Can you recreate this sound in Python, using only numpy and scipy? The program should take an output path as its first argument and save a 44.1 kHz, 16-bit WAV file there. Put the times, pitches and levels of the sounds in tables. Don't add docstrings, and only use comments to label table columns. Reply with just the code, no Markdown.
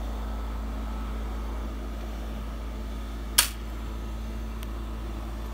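import sys
import numpy as np
from scipy import signal
from scipy.fft import rfft, irfft, next_fast_len
from scipy.io import wavfile
from scipy.ndimage import uniform_filter1d, map_coordinates

SR = 44100
rng = np.random.default_rng(int(sys.argv[2]) if len(sys.argv) > 2 else 0)


def natural_amplitude(level_db):
    exponent = np.asarray(level_db, float) / 20
    return 10 ** exponent


def wav_out(sig):
    wavfile.write(sys.argv[1], SR, np.round(np.clip(np.atleast_2d(sig).T, -1, 1) * 32767).astype(np.int16))


N = 243873
STEP_S, UNLOAD_S = 1.69, 3.43
LATCH_S, LIFT_S, STOP_S = 3.3818, 3.3868, 3.3903


def unit(x):
    return x / np.sqrt(np.mean(x ** 2) + 1e-20)


def along(points, hz):
    f, v = np.transpose(points)
    return np.interp(np.log(hz + 1), np.log(f + 1), v)


def resonances(table, hz):
    return natural_amplitude(sum(db / (1 + (2 * (hz - centre) / width) ** 2) for centre, width, db in table))


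def filtered(x, response):
    m = next_fast_len(len(x) + 8192)
    return irfft(rfft(x, m) * response(np.fft.rfftfreq(m, 1 / SR)), m)[:len(x)]


def wobble(rate):
    return map_coordinates(rng.standard_normal(int(N * rate / SR) + 4), [np.arange(N) * rate / SR])


def ramp(start_s, length_s):
    return np.clip((np.arange(N) / SR - start_s) / length_s, 0, 1)


def state(early, later, free):
    stepped = ramp(STEP_S - .006, .012)
    unloaded = ramp(UNLOAD_S - .025, .05)
    return early + (later - early) * stepped + (free - later) * unloaded


def rush(response, patchy_db, drift_db=1.7):
    z = signal.stft(rng.standard_normal(N + 512), nperseg=512)[2]

    def smooth(bins, frames):
        field = uniform_filter1d(rng.standard_normal(z.shape), size=bins, axis=0)
        return unit(uniform_filter1d(field, size=frames, axis=1))

    gain = natural_amplitude(patchy_db * smooth(6, 14) + drift_db * smooth(2, 90))
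    return unit(filtered(signal.istft(z * gain, nperseg=512)[1][:N], response))


def bursts(rows):
    out, t = np.zeros(N + 4096), np.arange(4096) / SR
    for s, db, hz, octaves, t60 in rows:
        noise = rng.standard_normal(4096)
        puff = filtered(noise, lambda f: np.exp(-(np.log2((f + 1) / hz) / octaves) ** 2))
        puff = puff * natural_amplitude(-60 * t / t60) * (1 - np.exp(-t / (0.035 * t60)))
        out[round(s * SR):][:4096] += natural_amplitude(db) * puff / np.abs(puff).max()
    return out[:N]


def puffs_after(start_s, puffs):
    return [(start_s + lag, db, hz, octaves, .018) for lag, db, hz, octaves in puffs]


def ring(start_s, modes, spread_s, rise_s):
    out, t = np.zeros(N), np.arange(SR // 2) / SR
    for hz, db, t60 in modes:
        late, phase = rng.uniform(size=2)
        swing = np.sin(2 * np.pi * (hz * t + phase * (spread_s > 0)))
        envelope = natural_amplitude(db - 60 * t / t60) * (1 - np.exp(-t / rise_s))
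        out[round((start_s + late * spread_s) * SR):][:len(t)] += envelope * swing
    return out


def struck(start_s, modes):
    return natural_amplitude(-13.5) * ring(start_s, modes, .0012, .001)


def compressor():
    # (multiple, before the step [dB], after the step [dB], unloaded [dB])
    orders = [(1, -32.5, -34.5, -34.5), (2, -63, -62, -52), (3, -62, -65, -80), (4, -46.5, -47.5, -47),
              (5, -51, -54, -57), (6, -68, -62, -55), (8, -62, -65, -67), (16, -62, -64, -64),
              (18, -69, -71, -63), (20, -62, -71, -68), (21, -70, -67, -66), (22, -63, -63, -70),
              (23, -60, -59, -59), (24, -56.5, -63, -68), (26, -68, -69, -79), (32, -75, -77, -69),
              (50, -75, -75, -76)]
    shaft_hz = state(54.4, 54.42, 55.12)
    angle = 2 * np.pi * np.cumsum(shaft_hz) / SR + 0.017 * wobble(8)
    path = state(-1.35, -.65, -.65)
    hum = np.zeros(N)
    for k, *db in orders:
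        flutter_db = min(.3 * (k - 1) + .1, 2.5) * wobble(4)
        start = path if k == 1 else state(*rng.uniform(0, 2 * np.pi, 3))
        hum += np.sqrt(2) * natural_amplitude(state(*db) + flutter_db) * np.cos(k * angle + start)
    return hum, angle


def fan_blades():
    level_db = state(-55, -63, -56) + 2.8 * wobble(3.54)
    hz = state(87, 87, 89) + 0.38 * wobble(2.94)
    return np.sqrt(2) * natural_amplitude(level_db) * np.sin(2 * np.pi * np.cumsum(hz) / SR)


def mains_buzz():
    level_db = -57.0 + .8 * wobble(2.6)
    return np.sqrt(2) * natural_amplitude(level_db) * np.sin(2 * np.pi * 120 * np.arange(N) / SR)


def fan_air(angle):
    # (frequency [Hz], density [dB per Hz])
    air_low = [(25, -59), (40, -38), (50, -14), (72, -10.5), (83, -11), (105, -18), (165, -15), (220, -13),
               (350, -22.5), (400, -27), (626, -16.5), (782, -23), (1260, -21), (1500, -24)]
    # (frequency [Hz], density [dB per Hz])
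    air_high = [(710, -47), (1290, -14.5), (1730, -7.5), (2250, -10), (2590, -12.5), (3400, -11.5),
                (3900, -14.5), (4960, -18.5), (6000, -19), (7500, -22), (9300, -23.5), (12200, -26.5),
                (14600, -23), (15700, -21.5)]
    # (frequency [Hz], width [Hz], lift [dB])
    casing = [(351, 97, 12.5), (440, 15.3, 11), (629, 14, 1.5), (2310, 32, 6), (2778, 28, 7),
              (3497, 117, 5.5), (4550, 38, 7.5), (5800, 55, -1.5), (6210, 80, 4), (7200, 60, 5.5),
              (8560, 60, -4.5), (9300, 300, 1.5), (12920, 120, 4), (14850, 120, 3)]
    # (frequency [Hz], density [dB per Hz])
    vent_air = [(250, -39.5), (400, -2), (550, -2.5), (900, -1.5), (1300, -9.5), (1600, -10.5), (2200, -56)]

    def low_colour(f):
        return natural_amplitude(along(air_low, f)) * resonances(casing, f) / (1 + (f / 1600) ** 8)

    def high_colour(f):
        return natural_amplitude(along(air_high, f)) * resonances(casing, f)

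    low = natural_amplitude(-44.0 + 0.18 * wobble(3.27)) * rush(low_colour, patchy_db=0.34)
    high = natural_amplitude(-52.0 + 0.51 * wobble(3.28)) * rush(high_colour, patchy_db=0.5)
    vent = natural_amplitude(state(-48.5, -70, -66)) * rush(lambda f: natural_amplitude(along(vent_air, f)), patchy_db=-1.5)
    throb = 1 + 0.016 * np.cos(angle) + 0.14 * np.cos(2 * angle)
    return throb * (low + vent) + high


def ticks():
    # (time [s], level [dB], centre [Hz], width [octaves], t60 [s])
    small = [
        (2.007, -40, 2500, 1, .05),
        (3.6145, -40, 4000, 1, .004),
        (3.693, -51, 13000, .1, .08),
        (4.6287, -30, 12000, .5, .003),
        (4.63, -27, 12500, .5, .002),
        (5.46, -48, 12400, .12, .07),
    ]
    return bursts(small)


def latch():
    # (time after release [s], level [dB], centre [Hz], width [octaves])
    contacts = [
        (-.0023, -44, 1500, 1),
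        (0, -13, 6000, 2.2),
        (.0014, -13, 3000, 1.6),
        (.003, -13, 4500, 1.1),
    ]
    # (frequency [Hz], level [dB], t60 [s])
    modes = [(3120, -5, .03), (3650, -7, .03), (5040, -1, .035), (5390, -7, .08)]
    return puffs_after(LATCH_S, contacts), struck(LATCH_S, modes)


def rattle():
    # (frequency [Hz], density [dB per Hz])
    colour = [(400, -30), (600, -9), (800, -14), (1100, -3), (1650, 0), (2050, -7), (2850, -1), (3800, -5),
              (5400, -2), (6600, -7), (9400, -2), (12800, -10), (15100, -5), (16000, -9)]
    rise_s = .011
    grains = rng.standard_normal(N) * natural_amplitude(2 * wobble(900) + 1.4 * wobble(220))
    after = np.maximum(np.arange(N) / SR - LATCH_S - rise_s, 0)
    shake = ramp(LATCH_S, rise_s) ** 2 * natural_amplitude(-23 - 75 * after - 750 * after ** 2)
    return shake * unit(filtered(grains, lambda f: natural_amplitude(along(colour, f))))


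def wire_rack():
    # (time after the jump [s], level [dB], centre [Hz], width [octaves])
    contacts = [
        (0, -12, 10600, .15),
        (.001, -10, 10400, .25),
        (.0012, -11, 14000, .4),
        (.0024, -10, 7000, 1),
        (.0028, -17, 1350, .3),
    ]
    # (frequency [Hz], level [dB], t60 [s])
    modes = [(3300, 0, .04), (5660, -6, .03), (7275, -6, .04), (8057, -5, .035), (8967, -7, .04),
             (9350, -4, .095), (9851, 0, .035), (10660, 7, .028), (11050, -5, .025), (11700, -11, .03),
             (12012, -24, .38), (15020, -14, .03)]
    return puffs_after(LIFT_S, contacts), struck(LIFT_S, modes)


def carriage_stop():
    # (frequency [Hz], level [dB], t60 [s])
    modes = [(345, -20, .06), (570, -16, .06), (960, -7, .045), (1260, -8, .055), (1400, -7, .05),
             (1640, -8, .07), (2380, -14, .05), (2820, -11, .07), (4452, -1, .055), (6240, -10, .04)]
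    return [(STOP_S, -10, 4200, 1.1, .008)], struck(STOP_S - .001, modes)


def chatter():
    contacts = []
    for lag in np.cumsum(.0016 * 1.2 ** np.arange(10)):
        hz = 5000 * 2 ** rng.uniform(-1, 1)
        contacts.append((STOP_S + lag, -15 - 220 * lag, hz, 1.3, .011))
    return contacts


def slices():
    # (time [s], level [dB], centre [Hz], width [octaves], t60 [s])
    landings = [
        (3.423, -21, 12000, 1, .012),
        (3.4283, -17, 4000, 2, .015),
    ]
    return landings


def toaster():
    shaking = rattle()
    bounces = chatter()
    latch_puffs, latch_ring = latch()
    rack_puffs, rack_ring = wire_rack()
    slam, shell_ring = carriage_stop()
    contacts = bursts([*latch_puffs, *rack_puffs, *slam, *bounces, *slices()])
    return contacts + shaking + latch_ring + rack_ring + shell_ring


def camper(x):
    # (frequency [Hz], t60 [s])
    decay = [(300, 0.11), (2000, 0.69), (10000, 0.15)]
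    hz, t, z = signal.stft(rng.standard_normal(SR // 2), SR, nperseg=256)
    fade = natural_amplitude(-60 * t / along(decay, hz)[:, None])
    tail = signal.istft(z * fade, SR, nperseg=256)[1]
    return signal.fftconvolve(np.pad(x, (200, 0)), tail / np.linalg.norm(tail))[:N]


def cooling_panel():
    # (frequency [Hz], level [dB], t60 [s])
    modes = [(1400, -22, .004), (2100, -18, .003), (2900, -11, .0022), (5800, -19, .002),
             (8600, -22, .0025)]
    return ring(4.6307, modes, 0, .0004)


def scene():
    hum, angle = compressor()
    pop = toaster()
    room = natural_amplitude(-17) * camper(pop)
    fan = fan_blades() + mains_buzz() + fan_air(angle)
    return (hum + fan + pop + room + ticks() + cooling_panel())[None]


def roll_off(x):
    return signal.sosfilt(signal.butter(12, 16990, fs=SR, output="sos"), x)


def record(dry):
    # (frequency [Hz], width [Hz], depth [dB])
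    port = [(4900, 350, -4), (10400, 500, -4.5), (15500, 500, -2)]
    top_hz, duck_db, fall_s, back_s = 15720, -2.6, .16, .13
    heard = filtered(dry[0], lambda f: resonances(port, f))
    duck = ramp(STOP_S, fall_s) - ramp(STOP_S + fall_s, back_s)
    ducked = heard * natural_amplitude(duck_db * duck)
    top = filtered(ducked, lambda f: (f >= top_hz) * natural_amplitude(-10 - (f - top_hz) / 35))
    power = np.abs(uniform_filter1d(top ** 2, size=128))
    before = np.abs(uniform_filter1d(top ** 2, size=1025, origin=512))
    sudden = uniform_filter1d(1. * (power > 12 * before), size=512) > 0
    leak = top * uniform_filter1d(1. * sudden, size=256)
    limited = filtered(ducked, lambda f: f < top_hz)
    return roll_off((limited + leak)[None])


dry = scene()
out = record(dry)
wav_out(out)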